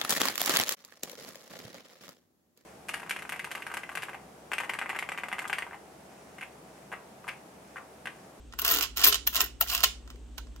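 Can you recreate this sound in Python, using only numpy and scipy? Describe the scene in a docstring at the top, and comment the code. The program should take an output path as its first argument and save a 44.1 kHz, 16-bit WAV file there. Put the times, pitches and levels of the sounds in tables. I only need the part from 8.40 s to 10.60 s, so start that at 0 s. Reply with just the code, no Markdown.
"""Coins clack and scrape as a finger slides them off an overlapping row and across a wooden table,
close by in a quiet room. Each coin drops off its neighbour, then drags along in a stream of tiny
impacts. Every contact excites resonances: a knock in the wood, a clack, a sizzle in the metal.
A coin that comes free rings briefly. Faint room air and mains hum lie underneath."""
import sys
import numpy as np
from scipy import signal
from scipy.fft import rfft, irfft
from scipy.io import wavfile
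from scipy.ndimage import uniform_filter1d

SR = 44100
rng = np.random.default_rng(int(sys.argv[2]) if len(sys.argv) > 2 else 0)


def store_wav(level_fs):
    """Save 16-bit WAV to argv[1]."""
    pcm = np.round(np.clip(np.atleast_2d(level_fs), -1, 1) * 32767)
    wavfile.write(sys.argv[1], SR, pcm.T.astype(np.int16))


N = 97020

WOOD, CLACK, SIZZLE = range(3)  # the parts of a contact's sound, in column order


def undb(db):
    """Decibels to amplitude ratio."""
    return 10 ** (np.asarray(db) / 20)


def unit(x):
    """Normalisation to unit energy."""
    return x / np.sqrt(np.sum(x ** 2, axis=-1, keepdims=True))


def fade(t, t60):
    """Exponential damping: 60 dB in t60 seconds."""
    return np.exp(-np.log(1000) * t / t60)


def pan(db):
    """Constant-power panning, left exceeding right by db."""
    return np.sqrt(2) * unit(undb(np.array([db, -db]) / 2))[:, None]


def colour(points, size=4096):
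    """Minimum-phase impulse response of a given spectrum."""
    hz, db = np.array(sorted(points)).T
    f = np.maximum(np.arange(size // 2 + 1) * SR / size, 1)
    cepstrum = irfft(np.log(undb(np.interp(np.log(f), np.log(hz), db))))
    cepstrum[1:size // 2] *= 2
    cepstrum[size // 2 + 1:] = 0
    return unit(irfft(np.exp(rfft(cepstrum))))


def convolve(x, response):
    """Linear filtering of one or two channels."""
    return signal.fftconvolve(np.atleast_2d(x), np.atleast_2d(response), axes=1)[:, :N]


def coins(grains):
    """Forced vibration: knocks and scrapes drive the wood, the clack and the finger-damped metal."""
    # spectra of the contact crack (frequency [Hz], relative level [dB])
    wood_crack = [(150, -34), (420, -10.5), (560, -21), (700, -5), (840, -9), (1050, 2), (1420, 1),
                  (2100, -4), (3000, -11.5), (8000, -56.5)]
    clack_crack = [(600, -25), (1700, -8), (2500, 0.5), (4000, 1), (7000, -1.5), (8400, -9.5), (9300, -6.5),
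                   (10200, -15), (11500, -42.5), (16000, -79.5)]
    sizzle_crack = [(2000, -24), (8000, -29), (11200, -3), (12000, -12.5), (12700, -6), (14000, -3.5),
                    (15700, -2), (17000, -12.5)]
    # resonances (frequency [Hz], relative level [dB], t60 [s])
    wood_modes = [(683, 3, 0.053), (1061, -7, 0.075), (1398, 1.5, 0.012), (1436, -9.5, 0.071),
                  (1880, 3, .03)]
    clack_modes = [(2792, 1, 0.053), (2990, 9, 0.017), (3520, -1, 0.0067), (4040, -5, .04),
                   (4970, -2, 0.0252), (6300, -10, .03), (6950, -24, 0.047)]
    sizzle_modes = [(12570, -10, 0.036), (12870, 12.5, 0.004), (13400, -7, .015), (13760, -3, 0.014),
                    (14850, -31, .008), (16720, 12, 0.0033)]
    scrape_db = [0.5, -2, -3.5]  # wood, clack, sizzle
    scrape = [undb(db) * grains * slide_envelope(1 + part) for part, db in enumerate(scrape_db)]
    wood = resonate(knocks(WOOD) + scrape[WOOD].mean(axis=0), wood_crack, wood_modes, modes_db=-6)
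    wood = reflect(wood, near_db=-5, room_db=-12.5, room_t60=0.3, width=0.99)
    clack = resonate(knocks(CLACK) + pan(-7) * scrape[CLACK], clack_crack, clack_modes, modes_db=-8)
    clack = reflect(clack, near_db=-4, room_db=-8, room_t60=0.26, width=2.8)
    sizzle = resonate(knocks(SIZZLE) + scrape[SIZZLE], sizzle_crack, sizzle_modes, modes_db=2)
    sizzle = reflect(sizzle, near_db=-5, room_db=-12.5, room_t60=0.16, width=1)
    return pan(-0.5) * wood + clack + pan(5.5) * sizzle


def knocks(part):
    """Impact with rebound: a blow, then weaker bounces. A brief swell of noise softens the attack."""
    # coins dropping and meeting, in relative levels
    # (time [s], wood [dB], clack [dB], sizzle [dB], clack left over right [dB])
    impacts = [(0.1254, -52, -47, -73.5, -5), (0.137, -42, -49, -60, -51), (0.1896, -35.5, -31, -32.5, -26),
               (0.1956, -51, -34.5, -28.5, 3), (0.2182, -45, -38, -29, -2), (0.249, -32, -23, -23.5, -3),
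               (0.265, -39, -32, -43, -9), (0.2795, -34, -22.5, -24, -3), (0.2905, -35, -24, -30, -2),
               (0.3017, -36, -29, -27, -10), (0.3114, -31, -26, -24, -7), (0.3147, -39, -29, -26, -6),
               (0.3217, -34, -30, -21.5, -1), (0.3391, -32, -24, -40, -6), (0.3471, -34, -29, -24, -12),
               (0.3618, -36, -26.5, -37, -6), (0.3713, -35, -27, -31, -6), (0.3869, -34, -26, -29, -6),
               (0.41, -34, -23.5, -44, -35), (0.425, -45, -25.5, -35, -1), (0.4302, -29.5, -26.5, -37, -16),
               (0.4399, -36, -30.5, -39, -22), (0.5722, -43, -27, -31, -7),
               (0.5802, -44, -28.5, -35, -13.5), (0.5943, -52, -28, -39, 0), (0.6045, -48, -29.5, -45, -6),
               (0.6155, -40, -27.5, -31, -7), (0.64, -29, -11, -36, -0.5), (0.645, -35, -39, -9.5, 25.5),
               (0.6466, -42, -15.5, -43, 0.5), (0.6542, -24.5, -17.5, -23, -5.5),
               (0.6661, -23.5, -18.5, -20, -5), (0.6713, -30.5, -25, -21, -7),
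               (0.6773, -44, -22.5, -21, -1), (0.7272, -49, -19.5, -50, -24),
               (0.7442, -30, -19.5, -33, -4.5), (0.7561, -36, -26, -41, -12), (0.8691, -38, -31, -35, -23),
               (0.8734, -38, -24, -21.5, -6), (0.8755, -75, -39, -22, 7), (0.8781, -32.5, -35, -28, 8),
               (0.9397, -55, -39, -40, -5), (0.9473, -40, -30.5, -32, -11), (0.9566, -33, -24.5, -25.5, -2),
               (0.9648, -47, -22, -25, -24), (0.9763, -36, -28.5, -34, 7), (1.0058, -24.5, -18, -23, -12),
               (1.015, -50, -26.5, -22, 12), (1.0154, -55, -40, -28, -4), (1.063, -42, -51, -44.5, -6),
               (1.21, -33.5, -38, -20, -5), (1.2115, -27, -25, -20, -23.5), (1.2158, -36, -33, -30.5, -6),
               (1.2243, -39, -28, -32, -1.5), (1.2736, -54, -48.5, -43, -9),
               (1.279, -56.5, -44, -45.5, -14), (1.2883, -57, -42, -37, -14), (1.3, -43, -27.5, -33, -9),
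               (1.3492, -52, -24, -32.5, -8.5), (1.3782, -42, -28, -36, -4.5),
               (1.4055, -44, -32, -35.5, -10), (1.4325, -57, -27.5, -36, -31.5),
               (1.437, -19.5, -14, -22, -12.5), (1.4407, -51, -17.5, -20, 1.5),
               (1.4435, -23.5, -17, -38, -2), (1.6768, -51.5, -52, -66, -5.5),
               (1.7027, -47, -45.5, -56.5, -5), (1.7113, -52, -57, -73, -6), (1.7587, -57.5, -58, -70, -9),
               (1.981, -38, -35.5, -44, -15), (2.0705, -59, -59, -78, -9), (2.1623, -51.5, -52, -62, -16)]
    blow_db = [22, 23.5, 25.5][part]
    swell_db, swell_rise_s = [-7.5, -11.5, -9][part], 0.0025
    bounces, mean_gap_s, bounce_db = 5, 0.0008, -11.5
    force = np.zeros((2, N))
    chance = rng.random((len(impacts), 2, bounces))
    noises = rng.standard_normal((len(impacts), SR // 100))
    swell = np.exp(-np.arange(SR // 100)[::-1] / SR / swell_rise_s)
    for (start, *levels, side_db), (gaps, sizes), noise in zip(impacts, chance, noises):
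        delays = np.r_[0, np.cumsum(2 * mean_gap_s * gaps)]
        at = ((start + delays) * SR).astype(int)
        chatter = undb(bounce_db) * 2 * (2 * sizes - 1) * np.linspace(1, 0.5, bounces)
        strength = pan(side_db if part == CLACK else 0) * undb(levels[part] + blow_db)
        force[:, np.minimum(at, N - 1)] += strength * unit(np.r_[1, chatter])
        force[:, at[0] - len(noise):at[0]] += strength * undb(swell_db) * unit(noise * swell)
    return force


def friction():
    """Stick-slip friction: rims and embossed faces catch in bunches of tiny, uneven impacts."""
    grains_per_s, spread_db, side_scatter = 1700, 4.5, 0.94
    catches_per_s, catch_db = 260, 3.5
    hits = rng.random(N) < grains_per_s / SR
    sizes = undb(spread_db * np.clip(rng.standard_normal(N), -2, 2))
    grains = hits * sizes * (rng.choice([-1, 1], N) + side_scatter * rng.standard_normal((2, N)))
    catch = (np.arange(N) * catches_per_s / SR).astype(int)
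    grains *= undb(catch_db * rng.standard_normal(N)[catch])
    local_power = uniform_filter1d(np.mean(grains ** 2, axis=0), size=600)
    return grains / np.sqrt(local_power + 1e-9)


def slide_envelope(column):
    """Amplitude modulation: friction sounds only while a coin moves. Column 0 is the rumble."""
    # four slides, each a curve of relative levels
    # (time [s], rumble [dB], wood [dB], clack [dB], sizzle [dB])
    slides = [
        [(0.21, -51, -60, -50, -52), (0.218, -44, -39, -33.5, -31), (0.24, -50, -43.5, -43, -63),
         (0.246, -50.5, -34.5, -29.5, -31), (0.328, -34.5, -34.5, -30, -26), (0.344, -36, -34.5, -29, -31),
         (0.406, -39.5, -40, -46, -36), (0.432, -63, -36.5, -27.5, -35), (0.47, -57, -46.5, -44, -65)],
        [(0.565, -63, -49, -37, -40), (0.571, -44.5, -42.5, -46, -30), (0.627, -49, -32, -28.5, -43),
         (0.641, -39, -33.5, -20, -14), (0.659, -36.5, -37, -33, -28), (0.675, -34, -31, -19, -29),
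         (0.693, -39.5, -37.5, -25.5, -18), (0.715, -60, -49, -41, -49), (0.725, -64, -31.5, -17, -45)],
        [(0.93, -56, -41.5, -41, -34), (0.938, -61, -47, -38.5, -46), (0.964, -44, -37, -31, -40),
         (0.99, -44, -35.5, -32.5, -53), (0.998, -60, -38, -33, -32), (1.006, -58, -31.5, -25, -33),
         (1.016, -35, -33.5, -26.5, -30), (1.028, -50, -37.5, -44, -43), (1.05, -56, -43.5, -51, -41)],
        [(1.265, -44, -38, -54, -52), (1.273, -64, -59, -40.5, -45), (1.297, -51, -44.5, -30.5, -36),
         (1.333, -51, -32.5, -30, -27), (1.341, -65, -42, -28.5, -32), (1.351, -57, -31.5, -23, -21),
         (1.357, -59, -39.5, -32.5, -35), (1.413, -55, -41.5, -42.5, -47), (1.425, -45, -47, -36, -71)],
    ]
    ceiling_db, edge_s = -23, 0.0035
    t = np.arange(N) / SR
    out = np.zeros(N)
    for slide in slides:
        times, *levels = np.array(slide).T
        db = np.minimum(np.interp(t, times, levels[column]), ceiling_db)
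        outside_s = t - np.clip(t, times[0], times[-1])
        out += undb(db) * np.exp(-(outside_s / edge_s) ** 2)
    return out


def resonate(force, crack, modes, modes_db):
    """Modal response: a contact force excites a broadband crack and damped normal modes."""
    body = colour(crack)
    t = np.arange(len(body)) / SR
    ring = sum(undb(db) * unit(np.cos(2 * np.pi * hz * t) * fade(t, t60)) for hz, db, t60 in modes)
    ring = np.convolve(ring, body[:256])[:len(body)]
    return convolve(force, unit(body + undb(modes_db) * unit(ring)))


def free_rings():
    """Beating: a freed coin rings on its lowest mode, split in two by the embossed face."""
    # free vibrations (time [s], frequency [Hz], level [dB], t60 [s])
    rings = [(.311, 13050, -22, .11), (0.389, 12550, -31.5, 0.16), (0.409, 12720, -35, 0.12),
             (.427, 12600, -27.5, 0.085), (.672, 12700, -14, 0.11), (0.684, 13100, -15, 0.064),
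             (0.728, 13000, -34, 0.1), (0.7467, 12630, -28.5, 0.057), (1.041, 13130, -29, .08),
             (1.4373, 13030, -46, 0.061)]
    split_hz, twin_db = 39, -4
    out = np.zeros(N)
    for start, hz, db, t60 in rings:
        t = np.maximum(np.arange(N) / SR - start, 0)
        twin = undb(twin_db) * np.sin(2 * np.pi * (hz + split_hz) * t)
        out += undb(db) * fade(t, t60) * (np.sin(2 * np.pi * hz * t) + twin)
    return pan(6.5) * out


def hollow_notes():
    """Band-pass resonance: decaying noise gives short hollow notes on some taps and scrapes."""
    # hollow notes (time [s], frequency [Hz], level [dB])
    notes = [(0.19, 1423, -34.5), (0.1898, 2800, -33), (0.7268, 2990, -25.5), (0.7427, 2990, -24),
             (0.873, 1844, -34.5), (.874, 670, -45), (1.0071, 1480, -33), (1.2158, 712, -29.5),
             (1.2138, 2860, -28.5), (1.299, 2820, -34), (1.327, 2840, -27), (1.3502, 2780, -30),
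             (1.4394, 2960, -18.5), (1.983, 1417, -44.5), (1.983, 920, -43)]
    t60, bandwidth_hz = 0.071, 310
    out = np.zeros(N)
    t = np.arange(SR // 8) / SR
    decay = fade(t, t60)
    for (start, hz, db), noise in zip(notes, rng.standard_normal((len(notes), len(t)))):
        peak = signal.iirpeak(hz, hz / bandwidth_hz, fs=SR)
        note = unit(signal.lfilter(*peak, signal.lfilter(*peak, noise * decay)))
        at = int(start * SR)
        out[at:at + len(t)] += undb(db) * note * np.sqrt(np.sum(decay ** 2) / 2)
    return out


def table_top(grains):
    """Plate vibration: the table rumbles under dragged coins and thumps under heavy ones."""
    # soft blows (time [s], force level [dB])
    thumps = [(0.639, -19), (1.008, -17.5), (1.437, -14.5), (1.746, -22.5)]
    # spectrum of a contact (frequency [Hz], relative level [dB])
    crack = [(60, -17.5), (130, -11.5), (270, -4), (410, 5.5), (480, -9), (560, -2), (900, -30.5),
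             (2000, -69)]
    # plate modes (frequency [Hz], relative level [dB], t60 [s])
    modes = [(292, -13.5, 0.044), (327, -7.5, .06), (411, -0.5, .09), (436, -3.5, 0.095)]
    force = undb(-2) * grains.mean(axis=0) * slide_envelope(column=0)
    for start, db in thumps:
        force[int(start * SR)] += undb(db)
    direct = resonate(force, crack, modes, modes_db=14)
    return reflect(direct, near_db=-27, room_db=-3.5, room_t60=0.25, width=0.49)


def reflect(direct, near_db, room_db, room_t60, width):
    """Early reflections off hand and table, and room reverberation, shift as hand and coins move."""
    spots, spot_s = 5, 0.045  # positions cross-faded in a cycle, time at each
    near_t60, near_delay_s, room_build_s = 0.031, 0.0013, 0.0027
    t = np.arange(SR // 3) / SR
    build_up = 1 - np.exp(-t / room_build_s)
    travel = np.arange(N) / SR / spot_s
    out = direct
    for spot in range(spots):
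        noise = rng.standard_normal((3, len(t)))
        noise = noise[2] + width * noise[:2]  # width decorrelates left and right
        near = undb(near_db) * unit(noise * fade(t, near_t60) * (t > near_delay_s))
        room = undb(room_db) * unit(noise[:, ::-1] * fade(t, room_t60) * build_up)
        presence = np.sqrt(np.maximum(1 - np.abs((travel - spot) % spots - 1), 0))
        out = out + convolve(direct * presence, near + room)
    return out / np.sqrt(1 + undb(near_db) ** 2 + undb(room_db) ** 2)


def background():
    """Noise floor: the continuous spectrum of room air and the line spectrum of a swelling mains hum."""
    # room air (frequency [Hz], relative spectral density [dB])
    air_spectrum = [(22, -25.5), (34, -18.5), (46, 6.5), (80, -4), (160, -9.5), (280, -5.5), (450, -12),
                    (700, -18), (1400, -24.5), (2200, -28), (3000, -24.5), (5000, -32.5), (8300, -27.5),
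                    (9600, -41), (16000, -47)]
    # hum partials (frequency [Hz], relative level [dB])
    hum_lines = [(47.8, -52.5), (59.2, -47.5), (118.4, -66.5), (241.5, -63.5), (291, -71.5)]
    air_db, side_db = -55.5, -4.5
    hum_start_db, rise_db_per_s = -4.5, 2.5
    t = np.arange(N) / SR
    mid, side = convolve(rng.standard_normal((2, N)), colour(air_spectrum))
    air = undb(air_db) * (mid + undb(side_db) * np.array([side, -side]))
    hum = sum(np.sqrt(2) * undb(db) * np.sin(2 * np.pi * (hz * t + rng.random())) for hz, db in hum_lines)
    return air + hum * undb(hum_start_db + rise_db_per_s * t)


def scene():
    """Arrival time: the coins reach the left microphone first, the wide table top both at once."""
    right_lag_s = 0.00013
    grains = friction()
    left, right = coins(grains) + free_rings()
    coin_sound = np.array([left, np.roll(right, round(right_lag_s * SR))])
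    return coin_sound + table_top(grains) + hollow_notes() + background()


def record(dry):
    """Soft saturation rounds the sharpest peaks; a steep low-pass cuts the highest treble."""
    ceiling, cutoff_hz = 0.78, 15780
    rounded = ceiling * np.tanh(dry / ceiling)
    return signal.sosfilt(signal.ellip(10, 0.2, 70, cutoff_hz, fs=SR, output="sos"), rounded)


dry = scene()
out = record(dry)
store_wav(out)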